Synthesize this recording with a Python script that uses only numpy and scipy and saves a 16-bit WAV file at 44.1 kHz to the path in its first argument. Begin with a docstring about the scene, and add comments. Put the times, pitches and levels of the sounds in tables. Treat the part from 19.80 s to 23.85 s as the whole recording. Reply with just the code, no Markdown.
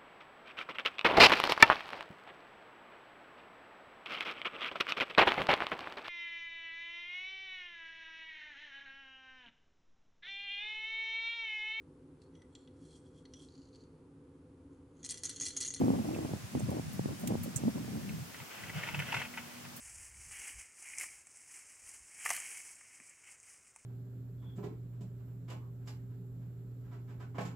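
"""A cow grazes in tall grass, close to a mono microphone.
Blades scrape past her muzzle in tiny stick-slip clicks; stems rasp, then creak as she pulls them taut.
Stems snap with a bright crack and a hollow pop, and two mouthfuls tear off fibre by fibre.
A light breeze buffets the microphone over a quiet field, with a few dull bumps among the plants."""
import sys
import numpy as np
from scipy import signal
from scipy.fft import rfft, irfft
from scipy.io import wavfile

SR = 44100
rng = np.random.default_rng(int(sys.argv[2]) if len(sys.argv) > 2 else 0)


def waveform_to_disk(signal):
    """Save audio, clipped to [-1, 1], as 16-bit WAV at the path in sys.argv[1]."""
    frames = np.transpose(np.atleast_2d(signal))
    scaled = np.clip(frames, -1, 1) * 32767
    samples = np.round(scaled).astype(np.int16)
    wavfile.write(sys.argv[1], SR, samples)


N = 178605
TIME_S = np.arange(N) / SR


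def gain_of(db):
    """Decibels to amplitude."""
    return 10 ** (np.asarray(db) / 20)


def unit_rms(x):
    """Scales to rms 1."""
    return x / np.sqrt(np.mean(x ** 2) + 1e-20)


def add(mix, start_s, sound):
    """Mixes a sound in at start_s."""
    part = mix[max(round(start_s * SR), 0):][:len(sound)]
    part += sound[:len(part)]


def response(spectrum, size=4096):
    """Minimum-phase impulse response of a spectrum, peak 1."""
    hz, db = np.transpose(spectrum)
    bin_hz = abs(np.fft.fftfreq(size, 1 / SR))
    log_gain = np.log(gain_of(np.interp(np.log(bin_hz + 1), np.log(hz), db)))
    ring = np.fft.ifft(np.exp(np.conj(signal.hilbert(log_gain)))).real
    return ring / abs(ring).max()


def colour(x, spectrum):
    """Filters x by a spectrum, to rms 1."""
    return unit_rms(signal.oaconvolve(x, response(spectrum))[:len(x)])


def resonate(x, hz, width_hz):
    """One resonance of gain 1."""
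    return signal.lfilter(*signal.iirpeak(hz, hz / width_hz, SR), x)


def wander(rate_hz):
    """Smooth random drift below about rate_hz, rms 1."""
    hz = np.fft.rfftfreq(N, 1 / SR)
    return unit_rms(irfft(rfft(rng.standard_normal(N)) / (1 + (hz / rate_hz) ** 4), N))


def slips(per_s, spread_db):
    """Random stick-slip clicks: many small, a few larger."""
    size = gain_of(spread_db * np.minimum(rng.exponential(1, N), 3))
    return size * rng.choice([-1., 1.], N) * (rng.random(N) < per_s / SR)


def swell(start_s, hold_s, rise_s, fall_s):
    """Exponential rise to 1 at start_s, hold, exponential fall."""
    since_s = TIME_S - start_s
    return np.exp(np.minimum(since_s, 0) / rise_s - np.maximum(since_s - hold_s, 0) / fall_s)


def bell(centre_s, length_s):
    """Gaussian hump of height 1."""
    return np.exp(-(2 * (TIME_S - centre_s) / length_s) ** 2)


# Blades leaning on her body: t/s, level/dB
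BODY_CONTACT = [(0, -63), (.7, -55.5), (.92, -63), (1.4, -63.5), (2.0, -58.5), (3.0, -60.5), (3.4, -63),
                (3.94, -68.5), (3.98, -64.5)]
# Muzzle through loose blades: centre t/s, length/s, level/dB
MUZZLE_SWEEPS = [(0.062, 0.17, -54), (0.22, 0.14, -54.5), (0.452, 0.17, -57), (1.014, 0.09, -55.5),
                 (1.347, 0.098, -56.5), (1.6, 0.24, -62.5), (1.755, 0.12, -55.5), (1.908, 0.036, -58),
                 (2.088, 0.052, -53.5), (2.152, 0.043, -54), (3.145, .06, -60.5), (3.28, 0.057, -62.5),
                 (3.519, 0.036, -57.5), (3.708, 0.12, -57.5), (3.866, 0.084, -63.5)]
# Pulls on a tuft: t/s, rise/s, hold/s, brush level/dB, rub level/dB, tautness/0-1
TUFT_TUGS = [(0.519, 0.0082, 0.1, -52, -54.5, 0.35), (0.659, 0.022, 0.04, -51, -53.5, 0.52),
             (0.789, .012, .015, -54.5, -57, 0.66), (1.062, 0.021, 0.068, -54.5, -55.5, .85),
             (1.195, 0.039, 0.047, -48.5, -51.5, 1), (1.753, .03, 0.018, -66, -64.5, .85),
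             (2.411, 0.066, 0.087, -53, -55.5, 0.57), (2.453, 0.021, 0.16, -48.5, -50.5, 0.43),
             (2.665, 0.05, 0.12, -50, -55, 0.77), (2.849, 0.046, 0.07, -55.5, -65, .5),
             (2.996, 0.048, 0.33, -70, -68, 0.85), (3.471, 0.042, .015, -64, -59.5, 0.27)]
# Slips of a taut stem: t/s, level/dB
STEM_JERKS = [(1.137, -45), (1.325, -65)]


def grazing(loose_rub_db=-9.5, loose_taut=0.34, jerk_s=0.0073, settle_s=0.061):
    """Her moves add in power; returns brush level/dB, rub level/dB and stem tautness/0-1."""
    brush = gain_of(np.interp(TIME_S, *np.transpose(BODY_CONTACT))) ** 2
    brush += sum(gain_of(db) ** 2 * bell(t_s, length_s) for t_s, length_s, db in MUZZLE_SWEEPS)
    loose = brush * gain_of(loose_rub_db) ** 2
    jerks = sum(gain_of(db) ** 2 * bell(t_s, jerk_s) for t_s, db in STEM_JERKS)
    rub = loose + jerks
    taut_rub = loose * loose_taut + jerks
    for t_s, rise_s, hold_s, brush_db, rub_db, taut in TUFT_TUGS:
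        pull = swell(t_s, hold_s, rise_s, settle_s)
        tug_rub = (gain_of(rub_db) * pull) ** 2
        brush += (gain_of(brush_db) * pull) ** 2
        rub += tug_rub
        taut_rub += taut * tug_rub
    return 10 * np.log10(brush), 10 * np.log10(rub), taut_rub / rub


# Scraping leaf edges: f/Hz, gain/dB
BLADE_SPECTRUM = [(200, -25), (330, -16), (520, -22), (900, -13), (2800, -19), (3700, -31.5), (4400, -19),
                  (5200, -7), (6400, -2.5), (8300, 1), (9700, -1.5), (11200, -11.5), (12200, -28.5),
                  (15500, -27.5)]
# Fibre ticks, here and in tears(): f/Hz, gain/dB
FIBRE_SPECTRUM = [(150, -18.5), (500, -13), (780, -15.5), (1200, -15), (1500, -3), (2150, -3), (3000, -1),
                  (3600, -18.5), (4600, -8), (6400, -2.5), (8500, -1), (10800, -1), (12500, -9),
                  (15500, -16)]


def blades(level_db, cutoff_hz=10000):
    """Rough leaf edges scrape in clumps; harder brushing opens the treble and adds fine ticks."""
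    force = np.clip((level_db + 66.5) / 12, 0, 1.4)
    scrape = colour(slips(per_s=7000, spread_db=2.5), BLADE_SPECTRUM)
    scrape = unit_rms(scrape * gain_of(1.3 * wander(rate_hz=54)))
    soft = signal.sosfiltfilt(signal.butter(5, cutoff_hz, fs=SR, output="sos"), scrape)
    ticks = colour(slips(per_s=5000, spread_db=3), FIBRE_SPECTRUM) * gain_of(-19 + 8 * force)
    return gain_of(level_db) * (soft + force * (scrape - soft) + ticks)


# Rubbing stems: f/Hz, gain/dB
STEM_SPECTRUM = [(250, -28.5), (550, -36.5), (780, -14.5), (1100, -15), (1450, -11), (1800, -3), (2180, 0),
                 (2550, -2.5), (3050, -11), (3550, -29.5), (4500, -31.5)]
# Creak band of taut stems: f/Hz, width/Hz
CREAK_BAND = (2230, 340)


def stems(rub_db, taut, edge_hz=3190, edge_width_hz=1050):
    """Stems slip on each other in a broad rasp that narrows to a hollow creak when taut."""
    rasp = colour(slips(per_s=2500, spread_db=3.5), STEM_SPECTRUM)
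    edge = resonate(resonate(rasp, edge_hz, edge_width_hz), edge_hz, edge_width_hz)
    rasp += edge * gain_of(np.minimum(rub_db + 58, 2))  # hard rubbing sounds sharper
    taut_slips = colour(slips(per_s=1500, spread_db=1.5), STEM_SPECTRUM)
    creak = unit_rms(resonate(taut_slips, *CREAK_BAND))
    creak_share = np.clip(taut, 0, 1) ** 1.41
    friction = np.sqrt(1 - creak_share) * rasp + np.sqrt(creak_share) * creak
    return friction * gain_of(rub_db + 1.13 * wander(rate_hz=81))


# Puffs of breeze: t/s, hold/s, level/dB
BREEZE_PUFFS = [(0.01, 0.6, -68), (0.162, 0.042, -64.5), (0.353, .06, -65.5), (0.475, 0.027, -60),
                (0.742, .045, -61.5), (1.05, 0.38, -85), (2.037, 0.036, -73.5), (2.218, 0.025, -71.5)]
# Wind on the microphone: f/Hz, gain/dB
WIND_SPECTRUM = [(15, -52), (25, -17), (36, -13), (62, -2), (90, -10), (140, -19.5), (250, -33.5),
                 (600, -53)]


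def breeze(calm_db=-87.5):
    """Moving air buffets the microphone in low puffs."""
    calm = gain_of(calm_db + 2.3 * wander(rate_hz=17))
    puffs = sum(gain_of(db) * swell(t_s, hold_s, rise_s=0.016, fall_s=0.018)
                for t_s, hold_s, db in BREEZE_PUFFS)
    return (calm + puffs) * colour(rng.standard_normal(N), WIND_SPECTRUM)


# Field background: f/Hz, gain/dB
FIELD_SPECTRUM = [(25, -34), (50, -5.5), (100, 3.5), (200, -2), (330, -1), (550, -3), (900, -7),
                  (1500, -0.5), (2400, -19.5), (3600, -14.5), (7000, -28.5), (15000, -19)]


def field(level_db=-76):
    """The steady hush of the field."""
    return gain_of(level_db) * colour(rng.standard_normal(N), FIELD_SPECTRUM)


def split(decay_s, aftershock, size=1500, per_s=8000):
    """One sharp break, then a dying run of smaller ones in neighbouring fibres."""
    t_s = np.arange(size) / SR
    clicks = rng.choice([-1., 1.], size) * (rng.random(size) < per_s / SR)
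    clicks *= aftershock * np.exp(-t_s / decay_s)
    clicks[:10] = 0  # the first break stands alone
    clicks[0] = 1
    return clicks


# Breaking stems and blades: t/s, crack gain/dB, pop gain/dB, split decay/s, ring f/Hz
STEM_BREAKS = [(0.512, -40, -43, .006, 3050), (.681, -36, -58, 0.0059, 3000),
               (.798, -43, -55, 0.0044, 6270), (1.025, -32.5, -48.5, .0038, 880),
               (1.088, -37.5, -55, 0.002, 5650), (1.1843, -24.5, -48, 0.0034, 5800),
               (1.1992, -35, -47, .0023, 7400), (1.2043, -31, -43, .0023, 2030),
               (1.211, -28.5, -35, 0.0015, 2160), (1.218, -31, -44, 0.0021, 1900),
               (1.2355, -37.5, -36, 0.0037, 8500), (1.2405, -45, -40.5, 0.005, 1810),
               (1.4702, -46.5, -49.5, .0036, 7960), (1.5722, -45, -55, .0011, 7650),
               (1.763, -45.5, -55, 0.0053, 8360), (2.092, -40.5, -68, .0024, 8000),
               (2.399, -42, -56, .0038, 8900), (2.4553, -45, -29, .0034, 8750),
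               (2.4597, -26.5, -23.5, 0.0012, 1170), (2.4621, -31, -26, .0025, 1810),
               (2.4656, -38, -47, .002, 8700), (2.4792, -36, -29, 0.0038, 6300),
               (2.4932, -37, -26, 0.0028, 7500), (2.504, -19, -23, 0.0012, 5900),
               (2.5058, -29, -18.5, 0.0016, 770), (2.5144, -44, -27.5, 0.0024, 735),
               (2.5318, -35, -49, 0.0045, 7900), (2.5443, -33, -36, 0.0014, 1880),
               (2.577, -38, -35, .0033, 1780), (2.6022, -31, -49, 0.00079, 7300),
               (2.773, -40, -62, 0.0028, 6460), (3.012, -61, -47.5, 0.0023, 1800),
               (3.201, -45, -46, .0037, 2100), (3.295, -47, -60, .0067, 7900),
               (3.489, -57, -52, 0.002, 1990), (3.601, -46, -69, 0.00096, 7140),
               (3.63, -47, -70, .001, 8900), (3.9615, -35.5, -44, 0.0027, 880)]
# Stem skin: f/Hz, gain/dB
CRACK_SPECTRUM = [(1000, -26), (2400, 1), (3600, -35), (4700, -20.5), (6200, -1.5), (8200, 3.5),
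                  (10500, -2.5), (12500, -31.5), (15500, -24)]
# Stem core: f/Hz, gain/dB
POP_SPECTRUM = [(150, -35), (400, -17.5), (560, -6.5), (735, -1.5), (960, -4), (1220, 2), (1500, -7.5),
                (1850, 4), (2200, 8), (2900, -2.5), (3600, -22.5), (6000, -56.5)]


def snaps():
    """A stem's skin cracks brightly, its core pops lower, and the broken piece rings briefly."""
    skin, core = response(CRACK_SPECTRUM), response(POP_SPECTRUM)
    out = np.zeros(N)
    for t_s, crack_db, pop_db, decay_s, ring_hz in STEM_BREAKS:
        crack = gain_of(crack_db) * signal.fftconvolve(split(decay_s, aftershock=0.3), skin)
        pop = gain_of(pop_db) * signal.fftconvolve(split(decay_s, aftershock=0.14), core)
        snap = crack + pop
        ring = resonate(snap, ring_hz, width_hz=0.18 * ring_hz)
        add(out, t_s, 0.68 * snap + 2.32 * ring)
    return out


# Bumps among the plants: t/s, level/dB, f/Hz, length/s
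PLANT_BUMPS = [(0.58, -75, 353, 0.15), (1.19, -71, 307, 0.063), (3.189, -71, 242, 0.044)]


def bumps():
    """Soft, dull bumps: short swells of low noise with no ring."""
    out = np.zeros(N)
    for t_s, db, hz, length_s in PLANT_BUMPS:
        band = signal.butter(2, [hz / 1.5, hz * 1.35], "band", fs=SR, output="sos")
        thud = unit_rms(signal.sosfilt(band, rng.standard_normal(N)))
        arch = np.sin(np.pi * np.clip((TIME_S - t_s) / length_s, 0, 1))
        out += gain_of(db) * thud * arch
    return out


# Mouthfuls tearing off: t/s, hold/s, level/dB
MOUTHFULS = [(1.2, 0.041, -47), (2.459, 0.1147, -41.5)]


def tears(rise_s=0.0079, straggler_db=-21):
    """A mouthful gives way fibre by fibre in a clumped crackle; the last fibres hold on longer."""
    pull = np.zeros(N)
    for t_s, hold_s, db in MOUTHFULS:
        rip = swell(t_s, hold_s, rise_s, fall_s=0.0033)
        stragglers = gain_of(straggler_db) * swell(t_s, hold_s, rise_s, fall_s=0.15)
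        pull += gain_of(db) * (rip + stragglers)
    breaks = slips(per_s=6400, spread_db=3) * gain_of(5.5 * wander(rate_hz=134))
    return pull * colour(breaks, FIBRE_SPECTRUM)


def thicket(x, t60_s=0.16, wet_db=-11, size=8000):
    """Nearby leaves and the ground scatter a short, faint tail."""
    t_s = np.arange(size) / SR
    echoes = rng.standard_normal(size) * (rng.random(size) < 0.06)
    echoes *= (t_s > 0.002) * gain_of(-60 * t_s / t60_s)
    return x + gain_of(wet_db) * signal.oaconvolve(x, echoes / np.linalg.norm(echoes))[:N]


def scene():
    """Grass and air, the same in both channels."""
    brush_db, rub_db, taut = grazing()
    rustle = blades(brush_db) + stems(rub_db, taut)
    breaking = thicket(tears() + snaps())
    mono = rustle + breaking + bumps() + breeze() + field()
    return np.array([mono, mono])


def record(dry):
    """Steep low-pass on the top treble."""
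    cutoff_hz = 15850
    low_pass = signal.firwin(511, cutoff_hz, window=("kaiser", 9), fs=SR)
    return signal.oaconvolve(dry, low_pass[None], "same", axes=1)


dry = scene()
out = record(dry)
waveform_to_disk(out)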